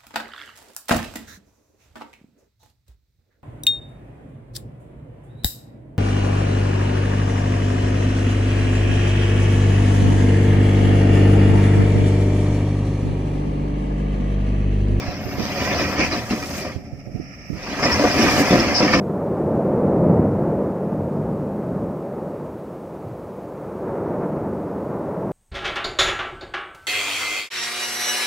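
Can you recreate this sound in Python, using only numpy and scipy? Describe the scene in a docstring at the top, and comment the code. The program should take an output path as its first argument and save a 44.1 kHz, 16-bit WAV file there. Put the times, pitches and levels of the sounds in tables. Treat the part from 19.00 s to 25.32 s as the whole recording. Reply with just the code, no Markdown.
"""A distant volcano

A vent far across open country blows a jet of gas and lava that swells, eases and builds again.
Large swirls of gas rumble in the crater, smaller ones roar above it, and now and then a big gas
bubble bursts with a dull thud. Distance takes the treble, leaving only faint microphone hiss up high."""
import sys
import numpy as np
from scipy import signal
from scipy.fft import rfft, irfft
from scipy.io import wavfile
from scipy.ndimage import uniform_filter1d

SR = 44100
rng = np.random.default_rng(int(sys.argv[2]) if len(sys.argv) > 2 else 0)


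def inscribe(sig):
    """Save sig as 16-bit PCM at rate SR to the path in sys.argv[1].

    A 1-D sig is mono; a 2-D sig holds one channel per row.
    Samples are clipped to [-1, 1] before scaling.
    """
    pcm = np.round(np.clip(np.atleast_2d(sig).T, -1, 1) * 32767)
    wavfile.write(sys.argv[1], SR, pcm.astype(np.int16))


N = 278665
TIME = np.arange(N) / SR
FREQ_HZ = np.maximum(np.arange(N // 2 + 1) * SR / N, 1)


def undb(db):
    """Turn decibels (dB) into a gain, the number to multiply a sound by."""
    return 10 ** (np.asarray(db) / 20)


def curve(table):
    """Join rows of (seconds, value) with straight lines, giving a value for every sample."""
    return np.interp(TIME, *np.transpose(table))


def colour(points):
    """A gain for every frequency from rows of (Hz, dB), silent beyond both ends."""
    hz, db = np.transpose(points)
    log_gain = np.interp(np.log(FREQ_HZ), np.log(hz), np.log(undb(db)), left=-np.inf, right=-np.inf)
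    return np.exp(log_gain)


def peak(hz, width_hz):
    """The shape of one resonance: 1 at its centre, falling away on both sides."""
    return 1 / (1 + (2 * (FREQ_HZ - hz) / width_hz) ** 2)


def noise(gain):
    """Noise shaped by a gain for every frequency, then scaled to an average (rms) size of 1."""
    shaped = irfft(rfft(rng.standard_normal(N)) * gain, N)
    return shaped / shaped.std()


def swirls(gain, settle_s):
    """Swirling gas: noise that flutters, but whose power evens out over settle_s seconds."""
    flow = noise(gain)
    span = max(int(settle_s * SR), 1)
    local_power = uniform_filter1d(uniform_filter1d(flow ** 2, span), span)
    return flow / np.sqrt(local_power)


def breeze_and_hiss():
    """A steady breeze with microphone hiss above it; only the treble differs between left and right."""
    # The tone of breeze and hiss. Each row: frequency in Hz, relative level in dB.
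    hiss_tone = [(100, 8), (1500, 10), (2400, 9.5), (3200, 3), (5000, 0.5), (8000, -0.5), (12000, -2),
                 (17000, -2)]
    middle = noise(colour(hiss_tone))
    side = undb(-21) * noise(colour([(1500, -22), (3500, -1.0), (17000, -2.5)]))
    return undb(-59) * (middle + side * np.array([[1], [-1]]))


def drone():
    """A faint, even, very deep sound that stays when the jet eases."""
    # The tone of the drone. Each row: frequency in Hz, relative level in dB.
    drone_tone = [(12, -20), (28, -16), (45, -4), (70, 5), (110, 1), (180, -12)]
    return noise(colour(drone_tone)) * undb(-53.5)


def gas_bursts():
    """Each bursting bubble is a short, low thud, its edges rounded by the long way through the air."""
    # The bursts. Each row: loudest moment in seconds, pitch in Hz, fade time (in and out) in seconds,
    # level in dB.
    bursts = [(1.092, 168, .025, -15), (1.2, 100.6, 0.17, -25.5), (1.243, 192, 0.011, -18),
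              (2.026, 96, 0.063, -31.5), (2.264, 170, .04, -30), (4.043, 157, 0.032, -32.5),
              (4.07, 115, 0.013, -32), (4.123, 119, 0.022, -35)]
    thuds = np.zeros(N)
    for loudest_s, hz, fade_s, db in bursts:
        thud = swirls(peak(hz, width_hz=29) ** 4, settle_s=0.02)
        swell = np.exp(-((TIME - loudest_s) / fade_s) ** 2)
        thuds += thud * undb(db) * swell
    return thuds


def crater_rumble(jet_db):
    """The largest swirls rumble along with the jet, coloured by the air that rings in the crater."""
    # The tone of the large swirls. Each row: frequency in Hz, relative level in dB.
    rumble_tone = [(8, -44), (26, -33), (42, -19), (62, -10.5), (90, -5.5), (120, -2.5), (145, 4.5),
                   (205, 4), (245, 0.5), (300, -7.5), (450, -55.5)]
    # Where the crater's air rings. Each row: frequency in Hz, width in Hz, boost in dB.
    resonances = [(100.2, 21, 3), (198.6, 8, 4)]
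    # How heavy the rumble is. Each row: time in seconds, level above the jet's roar in dB.
    rumble_weight = [(0, 3), (0.35, -3.5), (1.15, 0), (1.35, 2), (1.65, -2.5), (2.1, 2), (2.55, 2.5),
                     (3.1, -2), (4.8, -5), (5.8, -2)]
    ring_db = sum(db * peak(hz, width_hz) for hz, width_hz, db in resonances)
    billow_db = noise(peak(0, width_hz=9.6) ** 2)  # slow, random drift of about 1 dB
    rumble = swirls(colour(rumble_tone) * undb(ring_db), settle_s=0.088)
    return rumble * undb(jet_db + curve(rumble_weight) + billow_db)


def gas_jet(jet_db):
    """The jet makes a broad roar, and a higher rush that follows it and wavers in the moving air."""
    # The roar's tone after kilometres of air. Each row: frequency in Hz, relative level in dB.
    roar_tone = [(150, -35), (250, -4.5), (305, 2), (380, 2.5), (460, 1), (560, 1), (650, -2.5),
                 (750, -8.5), (900, -15), (1300, -33)]
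    # The rush's tone after the same journey. Each row: frequency in Hz, relative level in dB.
    rush_tone = [(500, -19), (720, -6), (870, 0.5), (1050, -4), (1280, -7.5), (1600, -16), (2000, -22.5),
                 (2500, -31), (3100, -42.5), (4000, -58)]
    usual_jet_db, rush_db_per_jet_db = -26.5, 0.66  # the rush swells less steeply than the jet
    brighten_db = 2.5 * np.clip((TIME - 4.4) / 0.28, 0, 1)  # more rush in the second surge
    rush_db = -40.5 + rush_db_per_jet_db * (jet_db - usual_jet_db) + brighten_db
    waver_db = 0.74 * noise(peak(0, width_hz=27) ** 2)
    roar = swirls(colour(roar_tone), settle_s=0.084) * undb(jet_db)
    rush = swirls(colour(rush_tone), settle_s=0.48) * undb(rush_db + waver_db)
    return roar + rush


def scene():
    """The volcano is one far point straight ahead, the same on the left and the right."""
    # The jet's strength: a long surge, a fall in steps, a lull, then a second surge.
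    # Each row: time in seconds, level of the roar in dB.
    jet_strength = [(0, -28.0), (0.5, -22), (1.17, -18), (1.32, -23.5), (1.6, -22), (1.74, -26.5),
                    (2.2, -27.5), (2.5, -29.0), (2.86, -28.5), (2.94, -30.5), (3.25, -30), (3.6, -35),
                    (4.3, -35.5), (4.7, -33), (4.9, -26.5), (5.2, -25.5), (5.65, -29), (6.32, -27.5)]
    jet_db = curve(jet_strength)
    return gas_jet(jet_db) + crater_rumble(jet_db) + gas_bursts() + drone() + breeze_and_hiss()


def record(dry):
    """The bass is a shade louder on the left than on the right; the highest treble is cut steeply."""
    bass_hz, top_hz = 170, 15680
    bass = signal.sosfiltfilt(signal.butter(2, bass_hz, fs=SR, output="sos"), dry)
    leaning_left = dry + undb(-39) * bass * np.array([[1], [-1]])
    treble_cut = signal.ellip(12, .1, 80, top_hz, fs=SR, output="sos")
    return signal.sosfilt(treble_cut, leaning_left)


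dry = scene()
out = record(dry)
inscribe(out)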